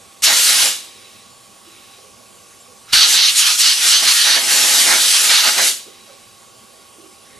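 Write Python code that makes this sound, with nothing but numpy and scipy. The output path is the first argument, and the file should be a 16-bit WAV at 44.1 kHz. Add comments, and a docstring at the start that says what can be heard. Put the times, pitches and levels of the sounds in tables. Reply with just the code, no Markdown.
"""Air blow gun drying a foam filter

In a small workshop a blow gun gives one short burst, then a long blast swept over wet foam. All air sounds are shaped noise.
The free jet hisses; where it bites the foam rasps, the cupped ring sounds hollow, and the loose band flutters and sputters.
Around the blasts the trigger leaks through ringing nozzle resonances and hands make short resonant bumps.
A tape camcorder close by adds steady hiss and drifting sine tones, and combs the sound at its head drum's rate."""
import sys
import numpy as np
from scipy import signal
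from scipy.fft import rfft, irfft, next_fast_len
from scipy.io import wavfile
from scipy.ndimage import uniform_filter1d, map_coordinates

SR = 44100
rng = np.random.default_rng(int(sys.argv[2]) if len(sys.argv) > 2 else 0)


def wav_record(signal):
    """Record a signal, one row per channel, as 16-bit PCM in the file named by sys.argv[1]."""
    frames = np.transpose(np.atleast_2d(signal))
    bounded = np.clip(frames, -1, 1)
    # unit amplitude maps onto the largest positive 16-bit level
    quanta = np.round(bounded * 32767).astype(np.int16)
    wavfile.write(sys.argv[1], SR, quanta)


N = 325899

# left-right likeness of the air noise: freq_hz, correlation
AIR_LIKENESS = [(60, 0.22), (130, 0.64), (290, 0.31), (630, 1), (1380, 0.75), (3000, .9), (6600, 0.98),
                (11000, 0.67), (14600, 0.52)]
# the jet bites into the foam: start_s, length_s, more_rasp_db, more_hollow_db, mic_wind_db (relative)
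FOAM_BITES = [(0.246, 0.051, 5, 3.5, -50), (0.607, 0.036, 3.5, 1.5, -65), (2.916, 0.043, 7, 9.5, -44),
              (2.959, 0.098, 4.5, 3.5, -56), (3.133, 0.18, 3.5, 2.5, -56), (3.38, 0.033, 3, 3.5, -53),
              (3.424, 0.095, 2.5, 6.5, -61), (3.612, 0.11, 3.5, 4.5, -62), (3.898, 0.073, 4.5, 2.5, -50),
              (4.065, 0.059, 4.5, 5, -50), (4.157, 0.11, 2.5, 2.5, -70), (4.275, .083, 3.5, 5.5, -70),
              (4.876, 0.077, 1, 3, -59), (5.138, 0.037, 3, 5, -64), (5.29, 0.12, 4, 5.5, -57),
              (5.433, 0.058, 2.5, 3, -54)]


def amp(db):
    """Decibels to gain."""
    return 10 ** (np.asarray(db) / 20)


def unit(x):
    """x at rms 1."""
    return x / np.sqrt(np.mean(x ** 2) + 1e-20)


def along(points, hz):
    """(Hz, value) points interpolated on a log frequency axis."""
    f, v = np.transpose(points)
    return np.interp(np.log(hz + 1), np.log(f + 1), v)


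def wobble(rate_hz):
    """Smooth random curve through rate_hz normal knots a second."""
    knots = rng.standard_normal(int(N * rate_hz / SR) + 4)
    return map_coordinates(knots, [np.arange(N) * rate_hz / SR])


def filtered(x, response):
    """x times a complex response of frequency."""
    m = next_fast_len(N + SR // 2)
    spectrum = rfft(x, m) * response(np.fft.rfftfreq(m, 1 / SR))
    return irfft(spectrum, m)[..., :N]


def resonance(f, hz, width_hz):
    """Response of one damped resonance, 1 at its centre."""
    return 1j * f * width_hz / (hz * hz - f * f + 1j * f * width_hz)


def swell(start_s, length_s):
    """Quick rise to 1 at half the length, then a slower fall."""
    u = np.maximum(np.arange(N) / SR - start_s, 0) / (length_s / 2)
    return u * u * np.exp(2 - 2 * u)


def stroke(start_s, length_s, rise_s, fall_s):
    """Soft-edged gate, half open at its start and end."""
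    t = np.arange(N) / SR - start_s
    opening = (1 + np.tanh(t / (2 * rise_s))) / 2
    closing = (1 + np.tanh((length_s - t) / (2 * fall_s))) / 2
    return opening * closing


def moves(rows):
    """Sum of (start_s, length_s, size) movements of the jet over the foam."""
    hand_s = 0.0066  # how quickly the moving jet takes hold and lets go
    return sum(size * stroke(start_s, length_s, hand_s, hand_s) for start_s, length_s, size in rows)


def rush(spectrum, alike, patchy_db):
    """Stereo noise of rms 1 with patches of random gain in time and frequency."""
    z = signal.stft(rng.standard_normal((2, N)), nperseg=512)[2]
    field = uniform_filter1d(rng.standard_normal(z.shape[1:]), size=4, axis=0)
    field = uniform_filter1d(field, size=16, axis=1)
    pair = signal.istft(z * amp(patchy_db * unit(field)), nperseg=512)[1][:, :N]

    def mid_side(hz):
        # this angle splits the power so that left and right correlate as the table says
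        angle = np.arccos(np.clip(along(alike, hz), -1, 1)) / 2
        return amp(along(spectrum, hz)) * [np.cos(angle), np.sin(angle)]

    mid, side = filtered(pair, mid_side)
    return unit(np.array([mid + side, mid - side]))


def sputter(depth_db, rate_hz):
    """Uneven gain of mean power 1: water and foam break up the stream."""
    return unit(amp(depth_db * wobble(rate_hz)))


def background():
    """Steady hiss and the tape drive, whose close tones drift together and beat against each other."""
    # hiss spectrum: freq_hz, density_db_per_hz (relative)
    floor = [(20, -15), (55, -11), (120, -1), (220, -2), (330, -3), (480, -1), (700, -4.5), (1100, -6.5),
             (1700, -11), (2700, -7), (5000, -7.5), (9500, -7.5), (12000, -14), (15000, -31)]
    # hiss left-right likeness: freq_hz, correlation
    floor_likeness = [(60, 0.24), (240, 0.33), (930, 0.4), (3690, 0.97), (14600, 0.92)]
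    # tape drive tones: freq_hz, rms_db (relative)
    tones = [(59.2, -83), (118.4, -69), (218, -69.5), (344.5, -79), (468, -64.5), (577, -65.5), (617, -69),
             (786, -62), (955, -76), (1070, -64.5), (1104.4, -59), (1123.5, -62.5), (1157.6, -63),
             (1421, -70.5), (1588, -82), (4710, -69), (9798, -66)]
    t = np.arange(N) / SR + 5e-5 * wobble(7.1)  # the drive runs slightly early and late
    whine = np.zeros(N)
    for hz, db in tones:
        whine += amp(db) * np.sqrt(2) * np.sin(2 * np.pi * (hz * t + rng.random()))
    hiss = amp(-47.0) * rush(floor, floor_likeness, patchy_db=1.7)
    return hiss + amp(-2.7) * whine


def handling():
    """Each soft contact is a short swell of noise in one broad resonance."""
    # hands, foam and gun brush and bump: start_s, level_db, centre_hz, width_hz, length_s
    contacts = [(1.098, -62, 500, 400, 0.055), (1.645, -53, 338, 70, 0.12), (1.975, -49.5, 453, 300, 0.022),
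                (2.028, -52, 487, 200, 0.046), (2.19, -52, 580, 120, 0.052), (2.52, -58, 2000, 600, .03),
                (2.597, -48, 7700, 1100, 0.026), (2.67, -56, 480, 100, .07), (2.872, -45, 1400, 300, .035),
                (5.858, -44, 402, 200, 0.028), (6.066, -49, 530, 200, 0.06), (6.062, -53, 1400, 1210, 0.05),
                (6.598, -55, 240, 120, 0.05), (6.935, -47.5, 355, 141, 0.14),
                (7.23, -54.5, 2010, 450, 0.21), (7.32, -60, 390, 120, .08)]
    out = np.zeros(N)
    for start_s, db, hz, width_hz, length_s in contacts:
        rub = filtered(rng.standard_normal(N), lambda f: resonance(f, hz, width_hz) ** 2)
        out += amp(db) * swell(start_s, length_s) * unit(rub)
    return out


def leak():
    """A thread of air past the half-pressed trigger sings faintly in the nozzle's resonances."""
    # nozzle resonances: freq_hz, width_hz, gain_db
    nozzle = [(2600, 1100, -2.5), (3910, 140, 6.5), (5140, 1200, -6)]
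    # air seeping past the trigger: start_s, length_s, level_db, fade_s
    leaks = [(0.8, 0.45, -47.5, .06), (1.645, 0.37, -50.5, .03), (2.887, 0.062, -38, .005),
             (5.78, 0.46, -49, 0.14)]
    seep_rise_s = 0.0099

    def ringing(f):
        # neighbouring resonances have opposite signs
        return sum((-1) ** k * amp(db) * resonance(f, hz, width_hz)
                   for k, (hz, width_hz, db) in enumerate(nozzle))

    air = unit(filtered(rng.standard_normal(N), ringing))
    seep = sum(amp(db) * stroke(start_s, length_s, seep_rise_s, fade_s)
               for start_s, length_s, db, fade_s in leaks)
    return air * seep


def puffs():
    """First slug of each blast, then air thrown back by each bite, thud low at the microphone ports."""
    # first slug from the opening valve: start_s, level_db, time_constant_s
    slugs = [(0.226, -41.5, 0.0023), (2.932, -23.5, 0.001)]
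    # wind spectrum: freq_hz, density_db_per_hz (relative)
    buffet = [(15, 8), (40, 5), (100, -4.5), (180, -5), (260, -30), (500, -34)]
    slug = np.zeros(N)
    for start_s, db, tau_s in slugs:
        u = np.maximum(np.arange(N) / SR - start_s, 0) / tau_s
        slug += amp(db) * 2 * u * (2 - u) * np.exp(-u)  # a push, then a weaker suck
    stray = moves((start_s, length_s, amp(wind_db)) for start_s, length_s, _, _, wind_db in FOAM_BITES)
    wind = rush(buffet, AIR_LIKENESS, patchy_db=2.0) * sputter(depth_db=2.5, rate_hz=30)
    return slug + amp(5.0) * stray * wind


def airflow():
    """The valve cracks with a spit and opens, the flow holds, and after release the pressure drains away."""
    # trigger: press_s, release_s, valve_opening_s, spit_share (flow at once), drain_db_per_s
    blasts = [(0.222, 0.655, 0.017, 0.4, 138), (2.922, 5.671, .01, .1, 170)]
    t = np.arange(N) / SR
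    flow = np.zeros(N)
    for press_s, release_s, opening_s, spit, drain_db_per_s in blasts:
        opening = np.clip((t - press_s) / opening_s, 0, 1) ** 2
        valve = (t > press_s) * (spit + (1 - spit) * opening)
        flow += valve * amp(-drain_db_per_s * np.maximum(t - release_s, 0))
    return flow


def drives():
    """Gains of jet, rasp, hollow and flutter: the airflow, shared out by where the nozzle points."""
    # slow drift of the aim, deep in the ring, then along its rim: time_s, free_jet_db, more_flutter_db
    aim = [(0.3, -19, 2), (0.43, -16.5, -1), (0.7, -17.5, 4.5), (2.97, -22, 0.5), (3.17, -24.5, 0.5),
           (3.3, -21.5, -10), (3.55, -20, -9.5), (3.95, -22.5, -2), (4.2, -19, -7.5), (4.38, -23, 3),
           (4.52, -18, 7.5), (4.8, -16.5, 5.5), (4.98, -19, 4), (5.08, -17, -2.5), (5.26, -17, 0.5),
           (5.42, -20.5, 1), (5.58, -21, 4.5), (5.68, -16.5, -0.5)]
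    # the jet crosses a foam edge and the hiss flares: start_s, length_s, more_hiss_db
    edges = [(0.23, .025, 8.5), (2.922, 0.031, 6), (3.08, 0.093, 6.5), (3.364, 0.04, 7),
             (3.592, 0.026, 7.5), (3.835, .095, 6), (4.07, 0.1, 1.5)]
    # the nozzle sinks into the foam and is muffled: start_s, length_s, loss_db
    smothers = [(3.305, 0.049, 8), (3.545, .042, 8), (3.738, 0.08, 4), (4.0, 0.033, 1), (4.388, 0.097, 5.5),
                (5.502, 0.075, 5)]
    # the loose band flaps in the stream: start_s, length_s, more_flutter_db
    flap_bursts = [(0.268, 0.068, 8.5), (3.832, 0.033, 7), (4.015, 0.072, 8), (4.25, 0.058, 11),
                   (4.338, 0.072, 8), (4.868, 0.095, 8.5), (5.29, 0.046, 7.5), (5.448, 0.046, 12.5),
                   (5.578, 0.05, 12)]
    # the jet slips past, leaving mostly hiss: start_s, length_s, rasp_and_hollow_loss_db
    misses = [(5.2, 0.079, 1), (5.632, 0.15, 3)]
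    rasp_db, cup_db, flutter_db = -17, -27, -40  # the foam's layers under a resting jet
    # how much of the muffling reaches each other layer
    jet_muffle_share, hollow_muffle_share, flutter_muffle_share = 0.42, 0.71, 0.3
    flap_hollow_share = 0.4  # flutter also drives the hollow of the ring
    hollow_flow_power = 1.18  # the hollow needs the most pressure: it comes last and dies first

    time_s, *columns = np.transpose(aim)
    aim_jet_db, loose_db = (np.interp(np.arange(N) / SR, time_s, column) for column in columns)
    flow = airflow()
    muffle = moves(smothers)
    miss = moves(misses)
    flaps = loose_db + moves(flap_bursts)
    bite = moves((start_s, length_s, rasp) for start_s, length_s, rasp, _, _ in FOAM_BITES)
    boom = moves((start_s, length_s, cup) for start_s, length_s, _, cup, _ in FOAM_BITES)

    jet = flow * amp(aim_jet_db + moves(edges) - jet_muffle_share * muffle)
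    foam = flow * amp(rasp_db + bite - muffle - miss)
    hollow_db = cup_db + boom + flap_hollow_share * flaps - hollow_muffle_share * muffle - miss
    hollow = flow ** hollow_flow_power * amp(hollow_db)
    flutter = flow * amp(flutter_db + flaps - flutter_muffle_share * muffle)
    return jet, foam, hollow, flutter


def blow_gun():
    """Jet noise, plus the rasp, hollow and flutter of the foam that it hits."""
    # noise spectra, each: freq_hz, density_db_per_hz (relative)
    jet_spectrum = [(500, -51), (2000, -8), (4000, -4.5), (6000, -0.5), (7500, 1), (8500, -1), (9700, -1),
                    (10500, -2), (11300, -3.5), (12200, -7), (13200, -10), (14200, -53), (15200, -57)]
    foam_spectrum = [(900, -38.5), (2200, -16), (2750, -1), (3200, -1), (3800, 0), (4450, -0.5), (5200, -2),
                     (6300, -4.5), (8000, -39), (13000, -55)]
    # the dent that the jet presses into the foam, same columns
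    bite_spectrum = [(2500, -56), (3500, -18), (3950, 2.5), (4380, 5.5), (4700, 1.5), (5600, -24),
                     (8000, -35)]
    # the cupped ring, same columns
    hollow_spectrum = [(400, -34), (800, -9.5), (1050, -4), (1300, 3.5), (1600, 4), (1950, 5), (2500, 1.5),
                       (4000, -51)]
    # the loose band, same columns
    flutter_spectrum = [(100, -32), (250, -2.5), (450, -2.5), (650, 4), (850, 6.5), (1200, -2), (2200, -50)]
    # the whole band thrumming, same columns
    thrum_spectrum = [(80, -37), (140, -5), (200, 1), (360, 4), (520, 7), (900, -29)]

    jet, foam, hollow, flutter = drives()
    hiss = amp(1.85) * jet * rush(jet_spectrum, AIR_LIKENESS, patchy_db=1.66)

    # the more of the jet the foam takes, the more the dent under the nozzle resonates
    contact = foam ** 2 / (foam ** 2 + jet ** 2 + 1e-20)
    dent = amp(-1.0) * contact ** 4 * rush(bite_spectrum, AIR_LIKENESS, patchy_db=-0.5)
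    scrape = amp(-1.0) * rush(foam_spectrum, AIR_LIKENESS, patchy_db=1.88)
    rasp = foam * (scrape + dent) * sputter(depth_db=0.92, rate_hz=280)

    cup = amp(-0.64) * hollow * rush(hollow_spectrum, AIR_LIKENESS, patchy_db=2.0)
    cup = cup * sputter(depth_db=0.54, rate_hz=140)

    # a jet that only grazes the edge sets the whole band of foam thrumming
    thrum = amp(-0.2) * (1 - contact) ** 1.29 * rush(thrum_spectrum, AIR_LIKENESS, patchy_db=2.0)
    loose = amp(-0.6) * rush(flutter_spectrum, AIR_LIKENESS, patchy_db=0.56)
    flap = flutter * (loose + thrum) * sputter(depth_db=1.45, rate_hz=60)
    return (hiss + rasp + cup + flap) * sputter(depth_db=0.62, rate_hz=70)


def workshop(x):
    """The cluttered room's reverb: decaying noise in which the treble dies first."""
    # reverberation time: freq_hz, t60_s
    t60 = [(200, 0.36), (2000, 0.18), (5000, 0.15), (12000, 0.15)]
    hz, t, z = signal.stft(rng.standard_normal((2, SR // 2)), SR, nperseg=256)
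    decay = amp(-60 * t / along(t60, hz)[:, None])
    late = t > 0.008  # s: the floor's first echo is back
    tail = signal.istft(z * decay * late, SR, nperseg=256)[1]
    return signal.fftconvolve(x, tail / np.linalg.norm(tail[0]), axes=1)[:, :N]


def ports(x):
    """Level and phase differ between the two microphones; the low end leans right."""
    # level difference: freq_hz, left_minus_right_db
    tilt = [(60, -7), (110, -1), (200, -5), (370, -7.5), (690, -9), (1270, -5.5), (2340, -4), (4300, -1.0),
            (7910, 2), (14600, -1)]
    # phase difference: freq_hz, left_lead_rad
    lead = [(100, -0.19), (1000, 0.31), (2760, 0.38), (7000, 0.12), (9000, 0.17), (11000, -0.62),
            (14000, -0.46)]

    def pair(hz):
        sides = np.array([[0.5], [-0.5]])
        gain = amp(sides * along(tilt, hz))
        return gain / gain.mean(axis=0) * np.exp(1j * sides * along(lead, hz))

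    return filtered(x, pair)


def scene():
    """Gun and hands in the room, with the puffs at the microphones and the steady background."""
    near = blow_gun() + leak() + handling()
    return ports(near + amp(-10) * workshop(near) + puffs() + background())


def drum_notches(x, depth, narrow):
    """Comb filter that dips at every multiple of the head drum's speed."""
    drum_hz = 149.65

    def comb(hz):
        turn_ago = np.exp(-2j * np.pi * hz / drum_hz)
        return (1 - depth * turn_ago) / (1 - narrow * turn_ago)

    return filtered(x, comb)


def record(dry):
    """The camcorder combs the sound, rounds off the highest peaks and limits the band."""
    top_hz, ceiling = 15100, 0.98
    x = amp(0.01) * drum_notches(dry, depth=0.84, narrow=0.37)
    x = x / (1 + np.abs(x / ceiling) ** 8) ** (1 / 8)
    return filtered(x, lambda hz: hz < top_hz)


dry = scene()
out = record(dry)
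wav_record(out)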